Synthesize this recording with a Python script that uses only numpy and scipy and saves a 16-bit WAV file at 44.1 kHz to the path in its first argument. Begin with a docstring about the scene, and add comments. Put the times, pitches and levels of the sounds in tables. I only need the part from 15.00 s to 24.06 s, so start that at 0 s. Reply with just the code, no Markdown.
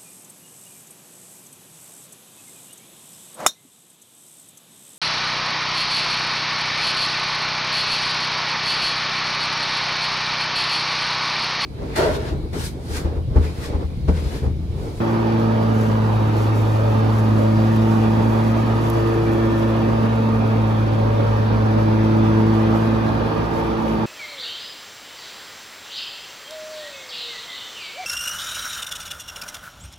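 """The drone of a ride-on mower, close up on a stereo microphone at the seat, along cedars and over a field.
Three belt-driven blades drift in and out of step, so their drone swells and changes vowel.
Under it a twin-cylinder engine throbs, air roars in the steel deck and the transmission whines.
Cut grass fizzes off to the right, a few twigs snap, and loose steel sings with the engine."""
import sys
import numpy as np
from scipy import signal
from scipy.fft import rfft, irfft
from scipy.io import wavfile
from scipy.ndimage import uniform_filter1d

SR = 44100
rng = np.random.default_rng(int(sys.argv[2]) if len(sys.argv) > 2 else 0)


def pcm_store(signal):
    """Save signal as 16-bit PCM."""
    levels = np.round(np.clip(np.atleast_2d(signal), -1, 1) * 32767)
    wavfile.write(sys.argv[1], SR, levels.astype(np.int16).T)


N = 399541
TIME = np.arange(N) / SR


def gain_of(db):
    """Decibels to amplitude."""
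    return 10 ** (np.asarray(db) / 20)


def unit_rms(x):
    """Scales to rms 1."""
    return x / np.sqrt(np.mean(x ** 2) + 1e-20)


def curves(rows):
    """Each value column of a time table, at every sample."""
    times, *columns = np.transpose(rows)
    return [np.interp(TIME, times, column) for column in columns]


def at_frequencies(rows, hz):
    """Each value column of a frequency table, at the given frequencies."""
    row_hz, *columns = np.transpose(rows)
    return [np.interp(np.log(hz + 1), np.log(row_hz), column) for column in columns]


def wander(rate_hz):
    """A smooth random drift of rms 1, rolled off above the given rate."""
    points, hop = 8192, 64
    hz = np.fft.rfftfreq(points, hop / SR)
    slow = irfft(rfft(rng.standard_normal(points)) / (1 + (hz / rate_hz) ** 4))
    return unit_rms(np.interp(np.arange(N) / hop, np.arange(points), slow))


def swell(peak_s, half_s):
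    """A smooth rise and fall, of height 1 at the given time."""
    return np.exp(-((TIME - peak_s) / half_s) ** 2)


def resonance(hz, centre_hz, width_hz):
    """The bell shape of one resonance, of height 1."""
    return np.exp(-2 * ((hz - centre_hz) / width_hz) ** 2)


def blur(grid, frames, bins):
    """Smooths a time-frequency grid into patches of rms 1."""
    return unit_rms(uniform_filter1d(uniform_filter1d(grid, frames, axis=0), bins, axis=1))


def colour(noise, spectrum):
    """A short filter with the given spectral shape, which keeps the power of white noise."""
    response = gain_of(at_frequencies(spectrum, np.fft.rfftfreq(128, 1 / SR))[0])
    taps = np.fft.fftshift(irfft(response)) * signal.windows.hann(128, sym=False)
    return signal.oaconvolve(noise, taps[None] / np.linalg.norm(taps), "same", axes=1)


def tone(turns, db, lead=0, balance_db=0):
    """A stereo sine at an rms level; the left side leads by `lead` radians and is balance_db louder."""
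    side = np.array([[.5], [-.5]])
    return np.sqrt(2) * gain_of(db + side * balance_db) * np.cos(2 * np.pi * turns + side * lead)


def from_the_right(noises, direct_share=.8, delay_s=.000172):
    """Of three noises, two are scattered; one comes from the right and reaches the left capsule late."""
    scattered, right = noises[:2], noises[2]
    left = irfft(rfft(right) * np.exp(-2j * np.pi * np.fft.rfftfreq(N, 1 / SR) * delay_s), N)
    return np.sqrt(direct_share) * np.array([left, right]) + np.sqrt(1 - direct_share) * scattered


def blades(passes, middle_lag_hz=.088, slow_lag_hz=.223, brightening=.22):
    """Blade tips push pulses of air past the deck wall; belt slip makes the three blades beat."""
    # drone harmonics 1 to 4, by blade: fast_db, middle_db, slow_db, middle_in_step_s, slow_in_step_s
    harmonics = [(-21.3, -31.5, -27.3, 3.25, 2.0), (-30.2, -37.6, -25, 2.95, 2.86),
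                 (-32.7, -33.0, -33.5, 3.72, 2.86), (-37.8, -55, -41, 4.2, 2.94)]
    # their paths to the microphone: left_lead_rad, left_minus_right_db, jitter_turns, waver_db
    paths = [(-0.2, 0.1, 0.0038, 0.28), (-0.39, -1, 0.013, 0.7), (-0.85, 1.5, 0.014, 0.7),
             (-1.0, 1.5, 0.042, 1.5)]
    # swell of the drone at harmonic 2, deeper for the higher ones: time_s, lift_db
    drone_swell = [(0, -1.5), (0.4, 0.2), (1.3, -1.1), (2.1, -1.6), (2.6, -.4), (3, -1), (3.7, .8),
                   (4.2, 2.2), (4.7, .6), (5.1, .6), (5.8, -.7), (6.6, -.9), (7.5, 1.2), (9.06, -.2)]
    # buzz above the drone: multiple_of_pass_rate, level_db
    buzz = [(2.5, -45), (5, -40.5), (7, -44.5), (8, -44.5), (9, -50.5), (10, -49.5), (11, -51), (13, -53.5),
            (14, -54.5), (16, -55)]
    # shake of an unbalanced blade: time_s, spindle_rate_db, triple_rate_db
    unbalance = [(0, -46, -35), (1.8, -46, -46), (3, -43, -39), (4.2, -50, -50), (4.9, -46, -46),
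                 (5.6, -34, -39), (6.6, -35, -43), (7.1, -43, -38), (7.7, -38.5, -33.5), (9.06, -37.5, -35)]
    out = np.zeros((2, N))
    swell_db = curves(drone_swell)[0]
    for k, (harmonic, path) in enumerate(zip(harmonics, paths), 1):
        fast_db, middle_db, slow_db, middle_s, slow_s = harmonic
        lead, balance_db, jitter, waver_db = path
        lift_db = swell_db * (1 + brightening * (k - 2)) + waver_db * wander(6)
        turns = k * passes + jitter * wander(11)
        middle_lag = middle_lag_hz * (TIME - middle_s)
        slow_lag = slow_lag_hz * (TIME - slow_s)
        for db, lag in (fast_db, 0), (middle_db, middle_lag), (slow_db, slow_lag):
            out += tone(turns - k * lag, db + lift_db, lead, balance_db)  # beats k times as fast
    for order, db in buzz:
        out += tone(order * passes + .1 * wander(2.5), db + 2.6 * wander(2), lead=-1.72, balance_db=-1.5)
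    spindle = passes / 2  # two tips pass per turn
    once_db, thrice_db = curves(unbalance)
    return out + tone(spindle, once_db) + tone(3 * spindle, thrice_db + 1.5 * wander(6))


def engine(crank, clatter_follow=.44):
    """Two cylinders fire unevenly over two crank turns, giving half orders; no two firings are alike."""
    # throb at the crank rate: time_s, level_db
    throb = [(0, -38), (3.5, -34.5), (3.9, -31.5), (4.9, -32), (5.6, -40), (6.1, -37), (6.5, -33),
             (9.06, -36)]
    # firing overtones: multiple_of_crank_rate, level_db
    overtones = [(1.5, -47), (2, -42.5), (2.5, -40), (4, -47), (4.5, -45.5), (5, -49), (6.5, -50), (8, -46)]
    # valves and tinware, loudest when the throb is: multiple_of_crank_rate, base_level_db
    clatter = [(12.5, -51), (14, -51), (15.5, -50), (16, -46.5), (17.5, -52), (18, -50.5), (19, -52),
               (20, -51), (21, -52), (23, -56), (27.5, -55), (32.3, -59), (41.2, -60)]
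    throb_db = curves(throb)[0]
    out = tone(crank, throb_db)
    for order, db in overtones:
        out += tone(order * crank + rng.random() + .093 * wander(9.9), db + 3 * wander(9), lead=-.44)
    follow_db = clatter_follow * (uniform_filter1d(throb_db, size=SR) - throb_db.max())
    for order, db in clatter:
        turns = order * crank + .1 * wander(3)
        out += tone(turns, db + follow_db + 3.5 * wander(1.5), lead=rng.normal(-.8, 1), balance_db=-3)
    return out


def deck_roar(passes, patchy_db=1.5, comb_db=1.4, gust_db=.5, chop=.016):
    """Turbulence rings the deck's cavity and steel, in patches, lightly chopped by the passing blades."""
    # air churned in the deck: frequency_hz, relative_db
    spectrum = [(20, -77), (40, -64), (80, -50.5), (170, -50.5), (340, -51), (480, -48.5), (720, -50.5),
                (1100, -57.5), (1500, -59), (2000, -68.5), (2700, -69), (6000, -82.5), (7200, -112),
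                (9000, -102), (15000, -109)]
    # resonances of the deck: centre_hz, width_hz, lift_db
    modes = [(288, 35, 3.5), (498, 25, -1.5), (614, 22, -2), (714, 41, -3.5), (912, 63, 5), (1186, 42, 4.5),
             (1390, 67, -1), (1580, 100, 1.5), (1780, 80, 0.5), (2460, 320, 2), (3330, 55, 2.5),
             (3730, 300, 1.5), (4680, 500, 3)]
    # the deck's hollow ring comes and goes: time_s, lift_db
    hollow = [(0, 2), (.35, 4), (.95, -2.5), (1.25, 2), (1.8, -2), (2.1, 2), (2.4, -7), (2.9, 0.5), (4, -1),
              (4.7, -6), (5.4, 2.5), (5.95, -3), (6.45, -1.5), (7.9, 0), (9.06, 3)]
    # so does the brighter ring of its steel: time_s, lift_db
    tinny = [(0, -0.5), (2.7, -2), (3, -0.5), (4.6, 0), (5.6, 1.5), (6.1, -1.5), (7.1, -0.5), (7.8, -2.5),
             (9.06, -0.5)]
    # the roar at the microphone: frequency_hz, coherence, left_lead_rad, left_minus_right_db
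    stereo_image = [(60, 1, -0.5, 10.5), (236, 0.73, 0.75, -16), (455, 0.62, -1, 2), (616, 0.11, -3, -1),
                    (870, 0.12, -1, -4.5), (1184, 0.033, -0.97, -4.5), (1586, 0.74, -3.5, -3),
                    (1960, 0.38, -6, 3), (3080, 0.25, -4.5, 1.5), (4000, 0.6, -7, 1.7),
                    (5640, 0.13, -3, 0.5), (8900, 0.45, -31.5, 21), (10800, 0.39, -12, 0),
                    (14600, 0.33, -22, -6)]
    # loudness of the roar: time_s, level_db
    cutting = [(0, -24.5), (1.2, -25), (3.2, -23.5), (5.9, -25), (7.5, -23), (9.06, -24.5)]
    window, hop = 2048, 512
    frame_s = np.arange(N // hop + 5)[:, None] * hop / SR
    hz = np.fft.rfftfreq(window, 1 / SR)
    noise = rng.standard_normal((6, len(frame_s), len(hz)))

    shape_db = at_frequencies(spectrum, hz)[0]
    shape_db += sum(db * resonance(hz, centre, width) for centre, width, db in modes)
    for ring, centre_hz, width_hz in (hollow, 857, 110), (tinny, 2540, 550):
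        lift_db = np.interp(frame_s, *np.transpose(ring))
        shape_db = shape_db + lift_db * resonance(hz, centre_hz, width_hz)
    shape_db += patchy_db * blur(noise[4], frames=6, bins=9)
    # reflections off frame and ground comb the sound, shifting slowly as the microphone moves
    shape_db += comb_db * blur(noise[5], frames=45, bins=2) * np.clip(hz / 1500, 0, 1)

    coherence, lead, balance_db = at_frequencies(stereo_image, hz)
    left = noise[0] + 1j * noise[1]
    scattered = noise[2] + 1j * noise[3]
    right = (coherence * left + np.sqrt(1 - coherence ** 2) * scattered) * np.exp(-1j * lead)
    spectra = np.array([left * gain_of(balance_db / 2), right * gain_of(-balance_db / 2)])
    spectra *= gain_of(shape_db)
    _, air = signal.istft(spectra.swapaxes(1, 2), nperseg=window, noverlap=window - hop)
    level = gain_of(curves(cutting)[0] + gust_db * wander(23))
    return unit_rms(air[:, :N]) * level * (1 + chop * np.cos(2 * np.pi * passes))


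def grass(stems_per_s=9000, spread_db=-2, clump_db=1):
    """Cut stems fly out of the right side of the deck in clumps; tufts and branches add swishes."""
    # the steady fizz: time_s, level_db
    shredding = [(0, -53.5), (.45, -54.5), (1.3, -51.8), (3, -50.3), (4.1, -52), (4.5, -52), (4.9, -54),
                 (6.9, -55.3), (7.7, -53.8), (8.1, -55.3), (9.06, -55.3)]
    # a thick tuft or a low branch goes by: start_s, level_db
    swishes = [(.59, -57), (.73, -52), (.8, -51), (1.35, -49), (1.53, -50), (1.63, -53), (2.11, -53),
               (2.32, -56), (2.85, -53), (3.42, -53), (3.8, -51), (3.92, -54), (4.3, -53), (4.55, -55),
               (7.5, -56), (7.73, -53.5), (8.52, -52.5), (8.86, -54)]
    # shredded grass and twigs: frequency_hz, relative_db
    spectrum = [(1500, -25), (3500, -5), (6000, 2), (7200, 2), (8800, -2), (11300, -1.2), (13600, -3),
                (15000, -10)]
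    rise_s, hold_s, fall_s = .025, .06, .07
    power = gain_of(curves(shredding)[0]) ** 2
    for start_s, db in swishes:
        rise = np.clip((TIME - start_s) / rise_s, 0, 1)
        fall = np.exp(-np.clip((TIME - start_s - rise_s - hold_s) / fall_s, 0, 20))
        power += (gain_of(db) * rise * fall) ** 2
    size = gain_of(spread_db * np.minimum(rng.exponential(1, (3, N)), 4))
    ticks = size * rng.standard_normal((3, N)) * (rng.random((3, N)) < stems_per_s / SR)
    fizz = unit_rms(from_the_right(colour(ticks, spectrum)))
    return fizz * np.sqrt(power) * gain_of(clump_db * wander(19))


def transmission(passes, rest_db=-43, whine_per_pass=5.33, sag=.012, start_lag=.018, catch_up_s=.55):
    """The belt drive starts a little slow and catches up; load makes its whine louder and flatter."""
    # the whine wells up under load: peak_s, half_length_s, level_db
    whines = [(.62, .28, -31), (1.92, .12, -29), (2.46, .14, -27), (2.85, .15, -35.5), (3.4, .2, -36),
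              (4.9, .5, -35.5), (6.12, .33, -28.3), (6.78, .14, -32), (7.25, .22, -36)]
    # steadier side tones: multiple_of_pass_rate, level_db, left_lead_rad
    side_tones = [(4.815, -40, -1.2), (5.845, -45, 2.8)]
    load_power = sum((gain_of(db) * swell(peak_s, half_s)) ** 2 for peak_s, half_s, db in whines)
    strength = np.sqrt(gain_of(rest_db) ** 2 + load_power)
    speed = np.gradient(passes) * (1 - start_lag * np.exp(-TIME / catch_up_s))
    whine_turns = whine_per_pass * np.cumsum(speed * (1 - sag * strength / strength.max()))
    out = strength * tone(whine_turns + .025 * wander(10), db=wander(7), lead=-2.15, balance_db=1)
    for order, db, lead in side_tones:
        out += tone(order * np.cumsum(speed) + .1 * wander(3), db + 2.5 * wander(1.5), lead)
    return out


def twigs(left_db=-9, right_db=-12):
    """Each twig breaks with a short, bright crack."""
    # twigs breaking: start_s, relative_peak_db, t60_s
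    snaps = [(.611, -41, .06), (.809, -33, .06), (.835, -35, .07), (1.366, -36, .07), (2.76, -28.5, .05),
             (3.81, -35, .06), (3.9, -17.5, .022), (4.318, -37, .07)]
    # the crack of dry wood: frequency_hz, relative_db
    spectrum = [(2000, -14), (4500, -4), (7500, -3), (11500, 0), (15000, -2)]
    envelope = np.zeros(N)
    for start_s, db, t60_s in snaps:
        envelope += (TIME >= start_s) * gain_of(db - 60 * np.clip((TIME - start_s) / t60_s, 0, 2))
    cracks = colour(rng.standard_normal((3, N)) * envelope, spectrum)
    return from_the_right(cracks) * gain_of([[left_db], [right_db]])


def loose_steel(crank):
    """Engine overtones set narrow modes of the steel singing; each follows the revs and flutters."""
    # the steel sings: peak_s, half_length_s, multiple_of_crank_rate, level_db, flutter_turns
    rings = [(1.1, .26, 64.3, -61, .15), (3.4, .35, 41.2, -53, .3), (3.8, .6, 20.7, -46, .13),
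             (4.3, .8, 29.5, -47.5, .16), (4.6, .3, 55, -62, .2), (5.17, .11, 64.4, -52.5, .17),
             (5.24, .08, 55.2, -56, .12), (5.42, .15, 64.4, -62, .15), (5.65, .3, 55.2, -60, .3),
             (7.7, .3, 18.4, -45, .08), (8.4, .5, 19.75, -44, .08), (8, .4, 26, -52, .12),
             (7.95, .35, 41.2, -53, .25)]
    out = np.zeros((2, N))
    for peak_s, half_s, order, db, flutter in rings:
        turns = order * crank + flutter * wander(30)
        out += swell(peak_s, half_s) * tone(turns, db + 3 * wander(25), lead=.39, balance_db=-1)
    return out


def scene():
    """The mower from the seat: one belt ties blades, transmission and engine to the same speed."""
    # tip passes of the fastest blade, sagging under load and recovering: time_s, pass_rate_hz
    speed = [(0, 113.5), (.35, 112.8), (.6, 111.2), (.95, 109.8), (1.35, 108.5), (2.15, 109.9),
             (2.4, 108.8), (2.7, 110.9), (3.05, 110.8), (3.9, 113.3), (4.55, 112), (5, 112.1), (5.45, 111),
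             (5.85, 109.9), (6.5, 108.8), (7.9, 111), (8.7, 111.8), (9.06, 109.8)]
    passes = np.cumsum(curves(speed)[0]) / SR
    crank = .5385 * passes  # turns of the crankshaft
    machine = blades(passes) + engine(crank) + transmission(passes) + loose_steel(crank)
    return machine + deck_roar(passes) + grass() + twigs()


def record(dry, fade_s=.004, top_hz=15000):
    """A brief fade at each end, then the recorder's band limit."""
    fade = np.clip(np.minimum(TIME, TIME[-1] - TIME) / fade_s, 0, 1)
    lowpass = signal.firwin(511, top_hz, window=("kaiser", 9), fs=SR)
    return signal.oaconvolve(dry * fade, lowpass[None], "same")


dry = scene()
out = record(dry)
pcm_store(out)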